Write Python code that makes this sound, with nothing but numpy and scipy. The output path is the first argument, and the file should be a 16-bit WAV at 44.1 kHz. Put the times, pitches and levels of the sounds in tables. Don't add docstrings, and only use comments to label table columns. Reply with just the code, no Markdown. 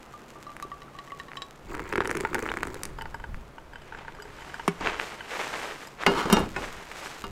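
import sys
import numpy as np
from scipy import signal
from scipy.fft import rfft, irfft, next_fast_len
from scipy.io import wavfile
from scipy.ndimage import map_coordinates

SR = 44100
rng = np.random.default_rng(int(sys.argv[2]) if len(sys.argv) > 2 else 0)


def output_pcm(signal):
    pcm = np.clip(np.atleast_2d(signal).T, -1, 1) * 32767
    wavfile.write(sys.argv[1], SR, np.round(pcm).astype(np.int16))


N = 322371
T = np.arange(SR // 2) / SR


def amp(db):
    return 10 ** (np.asarray(db) / 20)


def unit(x):
    return x / np.sqrt(np.mean(x ** 2) + 1e-20)


def along(points, hz):
    f, v = np.transpose(points)
    return np.interp(np.log(hz + 1), np.log(f + 1), v)


def levels(rows):
    s, *cols = np.transpose(rows)
    return [amp(np.interp(np.arange(N) / SR, s, c, left=-120, right=-120)) for c in cols]


def swells(rows, drop_db=8, power=1.62):
    t = np.arange(0, N, 64) / SR
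    rows = np.array(rows)
    peak, rise, fall = rows.T[:3, :, None]
    away = np.maximum((peak - t) / rise, (t - peak) / fall)
    shape_db = -drop_db * np.abs(away) ** power
    gains = [np.linalg.norm(amp(db[:, None] + shape_db), axis=0) for db in rows.T[3:]]
    return [np.interp(np.arange(N) / SR, t, gain) for gain in gains]


def wobble(rate):
    return map_coordinates(rng.standard_normal(int(N * rate / SR) + 4), [np.arange(N) * rate / SR])


def uneven(span, per_s):
    turns = np.arange(*span, 1 / per_s)
    return turns + rng.random(len(turns)) / per_s


def filtered(x, response):
    m = next_fast_len(len(x) + 8192)
    return irfft(rfft(x, m) * response(np.fft.rfftfreq(m, 1 / SR)), m)[:len(x)]


def coloured(x, spectrum):
    return unit(filtered(x, lambda hz: amp(along(spectrum, hz))))


def grains(rate, spread_db):
    struck = rng.random(N) < rate / SR
    return unit(struck * rng.standard_normal(N) * amp(spread_db * rng.standard_normal(N)))


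def ring(hz, db, t60):
    return amp(db - 60 * T / t60) * np.sin(2 * np.pi * hz * T)


def burst(lo_hz, hi_hz, t60):
    edges = np.clip([lo_hz, hi_hz], 20, SR / 2 - 100)
    band = signal.butter(2, edges, "band", fs=SR, output="sos")
    noise = unit(signal.sosfilt(band, rng.standard_normal(len(T))))
    return noise * amp(-60 * T / t60)


def pop(hz, cycles):
    u = (T - 1 / 1000) * hz
    return -np.cos(2 * np.pi * u) * np.exp(-np.abs(2 * u / cycles) ** 2)


def add(track, s, sound):
    part = track[max(round(s * SR), 0):][:len(sound)]
    part += sound[:len(part)]


# peak time, rise and fall in seconds, level in relative dB.
RUMBLE_SWELLS = [(1.73, .09, 0.26, -42), (2.2, .3, .5, -45), (3.0, 0.66, 0.35, -42),
                 (3.34, 0.081, .08, -35), (3.95, 0.5, 0.61, -49), (4.83, .04, 0.12, -42),
                 (6.13, .05, .2, -39.5), (6.37, 0.037, 0.09, -31), (6.6, 0.17, 0.19, -40.5),
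                 (7.3, 0.069, 0.15, -40)]
# frequency in Hz, level in relative dB.
RUMBLE_TONE = [(10, 1.5), (28, 1), (48, -1.5), (75, -5.5), (130, -9), (220, -15), (500, -56)]
# frequency in Hz, level in relative dB.
FAR_TONE = [(24, -42), (40, 1), (91, -10), (130, -4), (185, -3.5), (363, -1.5), (491, -4.5), (1240, -6.5),
            (1520, -11), (2910, -19), (3930, -24), (7000, -30), (14500, -38), (16000, -44)]


def outdoors(floor_db=-57, rumble_db=-1, far_db=-50, hum_hz=140, hum_db=-60):
    swell = np.hypot(amp(floor_db), swells(RUMBLE_SWELLS)[0])
    rumble = amp(rumble_db) * swell * coloured(rng.standard_normal(N), RUMBLE_TONE)
    far_drift = amp(0.9 * wobble(3))
    far = amp(far_db) * far_drift * coloured(rng.standard_normal(N), FAR_TONE)
    hum_drift = amp(2.5 * wobble(1.4))
    hum_phase = 2 * np.pi * hum_hz * np.arange(N) / SR + 0.7 * wobble(7.2)
    return rumble + far + amp(hum_db) * hum_drift * np.sin(hum_phase)


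# time in seconds, level in relative dB.
FIZZ_LEVEL = [(0, 0.5), (1.0, -5), (1.6, -3.5), (1.75, -4), (2.8, -2), (2.95, -9.5), (4.6, -11), (7.31, 4)]


def foam(fizz_db=-59):
    wetting, = levels(FIZZ_LEVEL)
    tone = [(700, -15), (1500, 2.5), (2600, 1.5), (4000, -2), (5500, -4.5), (7200, -1.5),
            (9500, -13.0), (13000, -11.5), (16000, -21)]
    flutter = amp(2.8 * wobble(23))
    return amp(fizz_db) * flutter * wetting * coloured(grains(600, 5), tone)


# peak time, rise and fall in seconds, rustle and brushing in relative dB.
SLEEVE_STROKES = [(3.95, 0.18, 0.29, -49, -69), (4.48, .22, 0.58, -47, -54.5),
                  (4.865, 0.044, 0.13, -30, -50), (5.03, 0.055, 0.12, -37, -45),
                  (5.42, 0.14, 0.13, -33, -42), (5.6, 0.091, 0.16, -35, -44),
                  (5.83, 0.099, 0.084, -48.5, -51.5), (6.03, 0.031, 0.024, -33, -50),
                  (6.62, 0.059, 0.083, -38, -45), (6.79, 0.099, 0.074, -43.5, -53),
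                  (7.07, .17, 0.11, -38.5, -44.5)]
# frequency in Hz, level in relative dB.
CLOTH_TONE = [(60, -32), (110, -32), (165, -7.5), (260, -6), (360, -2.5), (430, 3), (540, -1.5), (880, 1),
              (1350, 0), (2000, -1), (3000, -7), (4500, -17.5), (7000, -22.5), (13000, -54)]
# frequency in Hz, level in relative dB.
BRUSH_TONE = [(2000, -5), (4000, 0), (5500, -2.5), (8000, -4.5), (10000, -11.5), (14000, -16), (16000, -30)]


def sleeve(rustle_db=-1, brush_db=-2, crease_db=-5.5):
    rustle, brush = swells(SLEEVE_STROKES)
    surge = amp(1.07 * wobble(35))
    fibres = sum(coloured(grains(4000, 1.2), CLOTH_TONE) * amp(2.5 * wobble(60)) for _ in range(2))
    creases = amp(crease_db) * coloured(grains(170, 2), CLOTH_TONE)
    rustling = amp(rustle_db) * rustle * (unit(fibres) + creases)
    brushing = amp(brush_db) * brush * coloured(grains(9000, 1.3), BRUSH_TONE)
    return surge * (rustling + brushing)


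# time in seconds, snap in dB, edge in relative dB.
DRY_SNAPS = [(0.5668, -24, -32), (0.6003, -24, -37), (0.6257, -30, -26.5), (1.3176, -25, -50),
             (1.334, -27, -55), (1.3566, -26, -46), (3.021, -30, -30), (3.3449, -25, -55),
             (4.8727, -5.5, -40), (4.9987, -10, -39), (5.54, -17, -42), (6.036, -13, -39),
             (6.916, -20.5, -36)]


def snaps(snap_hz=1610, scatter=0.096, edge_db=-8, body_db=-16):
    out = np.zeros(N)
    for s, db, edge in DRY_SNAPS:
        hz = snap_hz * np.exp(scatter * rng.standard_normal())
        add(out, s - 0.001, amp(db) * pop(hz, cycles=0.97))
        crisp = amp(edge + edge_db) * burst(2300, 12000, 0.0087)
        dull = amp(db + body_db) * burst(460, 2800, 0.0081)
        add(out, s - 0.0003, crisp + dull)
    return out


# frequency in Hz, level in relative dB, t60 in seconds.
LID_TONES = [(940, -2, .062), (1443, -6, .08), (1793, 0, .042), (2143, -7, .064), (2540, -3.5, .076),
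             (4070, -13, .04), (5044, -8.5, 0.037)]


def lid(start_s=6.5627, level_db=-27.5):
    out = np.zeros(N)
    tones = sum((-1) ** k * ring(*tone) for k, tone in enumerate(LID_TONES))
    add(out, start_s, amp(level_db) * tones)
    return out


# start in seconds, starting pitch in Hz, level in dB, t60 in seconds.
SHORT_NOTES = [(.651, 394, -32, 0.028), (0.881, 1340, -40, 0.033), (1.105, 2060, -36, 0.027),
               (1.3705, 3060, -27.5, 0.021), (2.4927, 2940, -29, .02), (2.498, 3700, -34.5, 0.023),
               (4.187, 1190, -35, 0.034), (4.19, 414, -41.5, 0.22), (4.252, 420, -39, 0.11)]


def short_notes(glide_per_s=0.73):
    out = np.zeros(N)
    for s, hz, db, t60 in SHORT_NOTES:
        add(out, s, ring(hz * (1 + glide_per_s * T / 2), db, t60))
    return out


# time in seconds, note in dB, force at middle and high pitch in relative dB.
WALL_TICKS = [(0.138, -37, -50, -61), (0.357, -43, -48, -70), (0.467, -34.5, -43, -46),
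              (0.494, -36.5, -42, -55), (0.626, -29, -40, -40), (0.717, -30.5, -33, -61),
              (0.819, -41, -36, -44), (0.95, -39, -44, -63), (0.988, -34.5, -30, -35.5),
              (1.076, -41, -37, -52), (1.12, -31, -33, -56), (1.199, -37, -27, -38.5),
              (1.284, -43, -38, -46), (1.372, -34, -32, -31.5), (1.42, -35.5, -33, -27)]
# pitch in Hz before it shifts, level in relative dB, t60 in seconds.
WALL_OVERTONES = [(1875, -2, 0.035), (2810, -12, 0.034), (3010, -5, 0.018), (3916, -0.5, 0.043),
                  (5270, -10.5, 0.031), (5400, -23, .04), (6600, -33, .04), (7600, -21, 0.069)]


def ticks(note_hz=1206, sag_hz_per_s=66.4, note_t60=0.14, overtone_db=-3, contact_db=-11,
          wall_note_hz=1140):
    out = np.zeros(N)
    for s, db, middle, high in WALL_TICKS:
        hz = note_hz - sag_hz_per_s * s
        shift = (hz / wall_note_hz) ** 0.5
        force = [(2800, middle), (3900, high)]
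        overtones = 0
        for f, level, t60 in WALL_OVERTONES:
            detune, luck_db = rng.standard_normal(2) * [0.005, 2]
            overtones += ring(f * (shift + detune), level + along(force, f) + luck_db, t60)
        contact = amp(high + contact_db) * burst(1400, 4100, 0.052)
        add(out, s, ring(hz, db, note_t60) + amp(overtone_db) * overtones + contact)
    return out


# low, middle and high pitch, in relative dB.
JIGGLE_FORCE = (-36, -40, -52.5)


def jiggles(span_s=(3.7, 4.53), per_s=13, scatter_db=3):
    times = uneven(span_s, per_s)
    luck_db = scatter_db * rng.standard_normal((len(times), 3))
    return [(s, *(np.array(JIGGLE_FORCE) + db)) for s, db in zip(times, luck_db)]


# time in seconds, force at low, middle and high pitch in relative dB.
HANDLE_CLINKS = [(2.02, -22, -35, -54), (2.054, -26.5, -28, -45), (2.25, -16, -31, -53),
                 (2.352, -14.5, -49, -54), (2.986, -24, -43, -44), (3.011, -27.5, -19.5, -47),
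                 (3.02, -28.5, -32, -54), (3.056, -24.5, -50, -62), (3.144, -25, -32, -40.5),
                 (3.199, -32.5, -40, -52), (3.24, -27, -34, -56), (3.582, -34.5, -33, -68),
                 (3.757, -33, -34, -50), (3.947, -29.5, -33, -51), (4.081, -25.5, -40, -58),
                 (4.222, -38.5, -42, -36.5), (4.408, -40, -34, -49), (4.542, -26.5, -40, -40),
                 (4.596, -22.5, -31, -48), (5.207, -27.5, -27.5, -55), (5.872, -35, -54, -35.5)]
# average pitch in Hz, level in relative dB, average t60 in seconds.
HANDLE_TONES = [(415, -15, 0.076), (908, -1.5, 0.055), (1450, -1.5, 0.036), (1602, 0, 0.022),
                (2030, -8, 0.016), (2680, -17, 0.037), (3029, -2.5, 0.055), (4910, 0, 0.027),
                (5570, -15, 0.043), (7110, -4.5, 0.038), (7920, -9, .06), (11600, -11, 0.037)]


def clinks(ring_db=-5, contact_db=-8.5):
    out = np.zeros(N)
    for s, low, middle, high in HANDLE_CLINKS + jiggles():
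        force = [(1600, low), (2700, middle), (5000, high)]
        tones = 0
        for k, (hz, db, t60) in enumerate(HANDLE_TONES):
            detune, luck_db, grip = rng.standard_normal(3) * [0.012, 3, 0.25]
            level = db + along(force, hz) + luck_db
            tones += (-1) ** k * ring(hz * (1 + detune), level, t60 * np.exp(grip))
        contact = amp(low + contact_db) * burst(990, 1900, 0.025)
        add(out, s, amp(ring_db) * tones + contact)
    return out


# frequency in Hz, level in dB, t60 in seconds.
HOLLOW_TONES = [(167.4, -18.5, 0.12), (200, -13, 0.037), (328, -15, 0.031), (401, -18.5, 0.091),
                (740, -8, 0.007), (1145, -8, 0.013), (1470, -26, 0.052), (1710, -33, 0.069),
                (2220, -26, 0.073), (3070, -40, 0.098), (5400, -37, 0.044), (7117, -45, .07),
                (8930, -36, 0.053)]


def knock(start_s=4.6785, clack_db=-21, edge_db=-31, tail_db=-40):
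    out = np.zeros(N)
    add(out, start_s, sum(ring(*tone) * (-1) ** k for k, tone in enumerate(HOLLOW_TONES)))
    add(out, start_s, amp(clack_db) * burst(1260, 2740, 0.035))
    add(out, start_s, amp(edge_db) * burst(3400, 11500, 0.028))
    add(out, start_s, amp(tail_db) * burst(200, 2100, 0.14))
    return out


# peak time, rise and fall in seconds, level in relative dB.
BASE_SLIDES = [(6.11, 0.037, 0.07, -31.5), (6.205, .065, .04, -26.5), (6.35, 0.11, 0.085, -31)]
# frequency in Hz, level in relative dB.
GRIT_TONE = [(100, -24), (200, -5), (400, 5.5), (620, -4.5), (900, 2.5), (1350, 2.5), (1700, -5.5),
             (3000, -11.5), (5000, -21), (8000, -25), (16000, -46)]


def scrape(grit_db=-1, sing_db=-10, sing_tilt=0.39):
    slide, = swells(BASE_SLIDES)
    catches = grains(6000, 2) * amp(1.6 * wobble(130))

    def body(f):
        return sum(amp(db) * (hz / 1000) ** sing_tilt / (1 + 1j * (f - hz) * t60 / 4)
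                   for hz, t60, db, _ in BODY_TONES)

    grit = amp(grit_db) * coloured(catches, GRIT_TONE)
    return slide * (grit + amp(sing_db) * unit(filtered(catches, body)))


# frequency in Hz, level in relative dB, t60 in seconds.
PLATE_TONES = [(40, -13, 0.37), (110, -21, .4), (184, 0.5, 0.47), (407, 0.5, 0.37), (665, -3.5, 0.21),
               (900, 4, 0.13), (1420, -1.5, 0.049), (1900, -11.5, 0.1), (3700, -14.5, 0.024),
               (8000, -26, 0.09), (16000, -64, .06)]


def plate():
    noise = coloured(rng.standard_normal(len(T)), [(hz, db) for hz, db, _ in PLATE_TONES])
    hz, t, z = signal.stft(noise, SR, nperseg=256)
    t60 = along([(f, fade) for f, _, fade in PLATE_TONES], hz)
    return signal.istft(z * amp(-60 * t / t60[:, None]), SR, nperseg=256)[1][:len(T)]


# time in seconds, ring in relative dB, rim contact from 0 to 1,
# plate in dB, thud in dB, crack in relative dB.
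PLATE_BLOWS = [(4.808, -34, 0.1, -30.5, -38, -52), (6.0641, -0.5, 0, -14.5, -48, -6),
               (6.255, -21, 0, -26, -25, -52), (6.3, -9.5, 0.44, -22.5, -38, -31),
               (6.3228, -13, 0, -28, -21, -45), (6.3269, -2, 0.86, -18.5, -23, -18),
               (6.332, -14, 1, -21.5, -15, -29), (6.368, -18, 0.2, -18.5, -31, -44),
               (6.392, -21, 0.7, -33, -34, -36), (6.403, -35, 0.4, -33, -23, -35),
               (6.461, -37, 0.2, -38, -34, -46), (6.5628, -19, 0, -27.5, -33, -33),
               (7.2402, -18.5, 0.1, -39, -42, -29)]
# average pitch in Hz, t60 in seconds before damping,
# level in relative dB when struck on the base, level in relative dB when struck on the rim.
BODY_TONES = [(210, .2, -25, -17), (398, .35, -21, -24), (495, .3, -29, -27), (711, .3, -30, -31),
              (925, .2, -23, -27), (1170, .16, -22, -32), (1315, .15, -23, -26), (1455, .16, -21, -28),
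              (1705, .3, -30, -31), (2140, .15, -28, -35), (2460, .15, -34, -34), (2826, .24, -26, -23),
              (3080, .08, -29, -21), (3686, .24, -38, -22), (3844, .35, -40, -41), (4070, .17, -36, -42),
              (4260, .09, -34, -55), (4695, .18, -36, -44), (5060, .18, -35, -35), (5215, .12, -44, -33),
              (5665, .13, -45, -22), (6680, .13, -45, -40), (6920, .1, -43, -39), (7730, .13, -55, -37),
              (8400, .13, -51, -35), (8880, .08, -52, -32), (10150, .07, -58, -32), (11400, .08, -54, -39),
              (12500, .06, -64, -38)]


def clanks(thud_hz=190, thud_t60=0.059, clack_hz=1200, clack_db=5, bright_t60=0.024, damping=0.8):
    out = np.zeros(N)
    for s, db, rim, plate_db, thud_db, crack_db in PLATE_BLOWS:
        body = 0
        for hz, t60, base_db, rim_db in BODY_TONES:
            detune, luck_db = rng.standard_normal(2) * [0.004, 1.5]
            level = db + base_db + rim * (rim_db - base_db) + luck_db
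            body += rng.choice([-1, 1]) * ring(hz * (1 + detune), level, damping * t60)
        clack = ring(clack_hz, clack_db, 0.0091) + amp(-4.5) * burst(940, 2860, 0.03)
        crack = (1 - rim) * clack + (rim + 0.06) * burst(3500, 13000, bright_t60)
        thud = ring(thud_hz * rng.normal(1, 0.055), thud_db, thud_t60)
        add(out, s, body + amp(plate_db) * plate() + thud + amp(crack_db) * crack)
    return out


def froth(pitch_hz=1500, cycles=7, rise=0.15, count=420):
    out, t = np.zeros(N), T[:SR // 50]
    start, end = STREAM_FLOW[0][0], STREAM_FLOW[-1][0]
    for s in rng.uniform(start, end, count):
        pitch, size = rng.standard_normal(2)
        hz = pitch_hz * np.exp(0.38 * pitch)
        age = t * hz / cycles
        note = np.sin(2 * np.pi * hz * t * (1 + rise * age / 2))
        add(out, s, amp(5 * size - 30 * age) * note)
    return unit(out) * np.sqrt((end - start) * SR / N)


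# time in seconds, gurgle in relative dB, patter in relative dB.
STREAM_FLOW = [(1.64, -67, -70), (1.705, -37.5, -43.5), (1.905, -41, -48.5), (1.94, -35.5, -59),
               (2.24, -34, -46), (2.304, -45, -49), (2.345, -34, -44.5), (2.82, -43.5, -52),
               (2.999, -52, -64)]
# frequency in Hz, level in relative dB.
GURGLE_TONE = [(60, -12), (150, -7.5), (260, -4), (380, 1.5), (480, -7.5), (620, -14.5), (1000, -35),
               (2000, -65)]
# frequency in Hz, level in relative dB.
PATTER_TONE = [(300, -17), (700, -14), (950, 18), (1500, -11), (2200, 10), (2800, -10), (4500, -13),
               (5700, -28), (7500, -27), (11000, -41), (16000, -32)]


def stream(gurgle_db=-5, patter_db=-3, froth_db=-2, spatter_db=-13):
    gurgle, patter = levels(STREAM_FLOW)
    gurgling = amp(gurgle_db) * gurgle * coloured(grains(500, 2.8), GURGLE_TONE)
    droplets = coloured(grains(900, 4) * amp(3 * wobble(45)), PATTER_TONE)
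    paper = [(3000, -29), (4600, 4), (5700, -18), (6900, 4), (8000, 1), (9800, -19),
             (12000, -12), (16000, -5)]
    spatter = coloured(grains(350, 3), paper)
    drops = amp(patter_db) * droplets + amp(froth_db) * froth() + amp(spatter_db) * spatter
    return gurgling + patter * drops


def small_lumps(span_s=(1.74, 2.89), per_s=52, slap_over_gurgle_db=12.5, size_scatter_db=2.5,
                spray_db=-15.5, spray_scatter_db=6, cavity_db=-7):
    s = uneven(span_s, per_s)
    size, spray = rng.standard_normal((2, len(s)))
    times, gurgle_db, _ = np.transpose(STREAM_FLOW)
    slap = np.interp(s, times, gurgle_db) + slap_over_gurgle_db + size_scatter_db * size
    return list(zip(s, slap, slap + spray_db + spray_scatter_db * spray, slap + cavity_db))


# time in seconds, slap and spray in relative dB, cavity in dB.
BIG_SPLATS = [(1.7511, -18.5, -31, -36), (1.7954, -18, -45, -36), (1.9268, -12, -28, -29),
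              (1.936, -15, -42, -21), (1.957, -9, -40, -24), (1.9805, -10.5, -40, -17),
              (2.006, -6, -44.5, -18.5), (2.0564, -15, -36, -32), (2.097, -15.5, -42, -30),
              (2.113, -11.5, -21, -25.5), (2.1523, -17.5, -26, -30), (2.1712, -18, -21.5, -35),
              (2.208, -18, -22, -25), (2.2504, -14.5, -46, -28), (2.332, -18.5, -47, -23.5),
              (2.3458, -10.5, -17, -22), (2.3921, -20.5, -27, -33), (2.4262, -23, -27, -23),
              (2.4633, -14.5, -44, -33), (2.4894, -15, -50, -34), (2.5171, -12.5, -30, -36),
              (2.5397, -15.5, -33, -32), (2.5717, -14.5, -29, -34), (2.632, -9, -22, -33),
              (2.6718, -20, -26.5, -28), (2.744, -25.5, -24.5, -33), (2.8342, -25.5, -14.5, -42),
              (2.854, -27, -20, -35)]


def splats(slap_hz=1480, slap_scatter=0.09, slap_db=-1, splash_db=-15, spray_db=-7,
           cavity_hz=385, cavity_t60=0.037):
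    out = np.zeros(N)
    for s, slap, spray, cavity in BIG_SPLATS + small_lumps():
        hz = slap_hz * np.exp(slap_scatter * rng.standard_normal())
        add(out, s - 0.001, amp(slap + slap_db) * pop(hz, cycles=1.05))
        add(out, s - 0.0005, amp(slap + splash_db) * burst(930, 2320, 0.017))
        droplets = burst(4870, 9800, 0.0085) + amp(-5.0) * burst(1900, 12500, 0.0056)
        add(out, s - 0.0003, amp(spray + spray_db) * droplets)
        crater_hz = cavity_hz * np.exp(rng.normal(0, 0.12))
        add(out, s + 0.00228, ring(crater_hz, cavity, cavity_t60))
    return out


def surroundings(x, wet_db=-20, t60=0.26):
    tail = burst(200, 8800, t60) * (T > 0.003)
    return x + amp(wet_db) * signal.fftconvolve(x, tail / np.linalg.norm(tail))[:N]


def scene():
    hits = snaps() + lid() + short_notes() + ticks() + clinks() + knock() + clanks() + splats()
    steady = outdoors() + foam() + sleeve() + scrape() + stream()
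    return (surroundings(hits) + steady)[None]


def record(dry, top_hz=16000, ceiling=0.8):
    rounded = dry[0] / (1 + (dry[0] / ceiling) ** 8) ** (1 / 8)
    return filtered(rounded, lambda hz: 1 / (1 + (hz / top_hz) ** 120))[None]


dry = scene()
out = record(dry)
output_pcm(out)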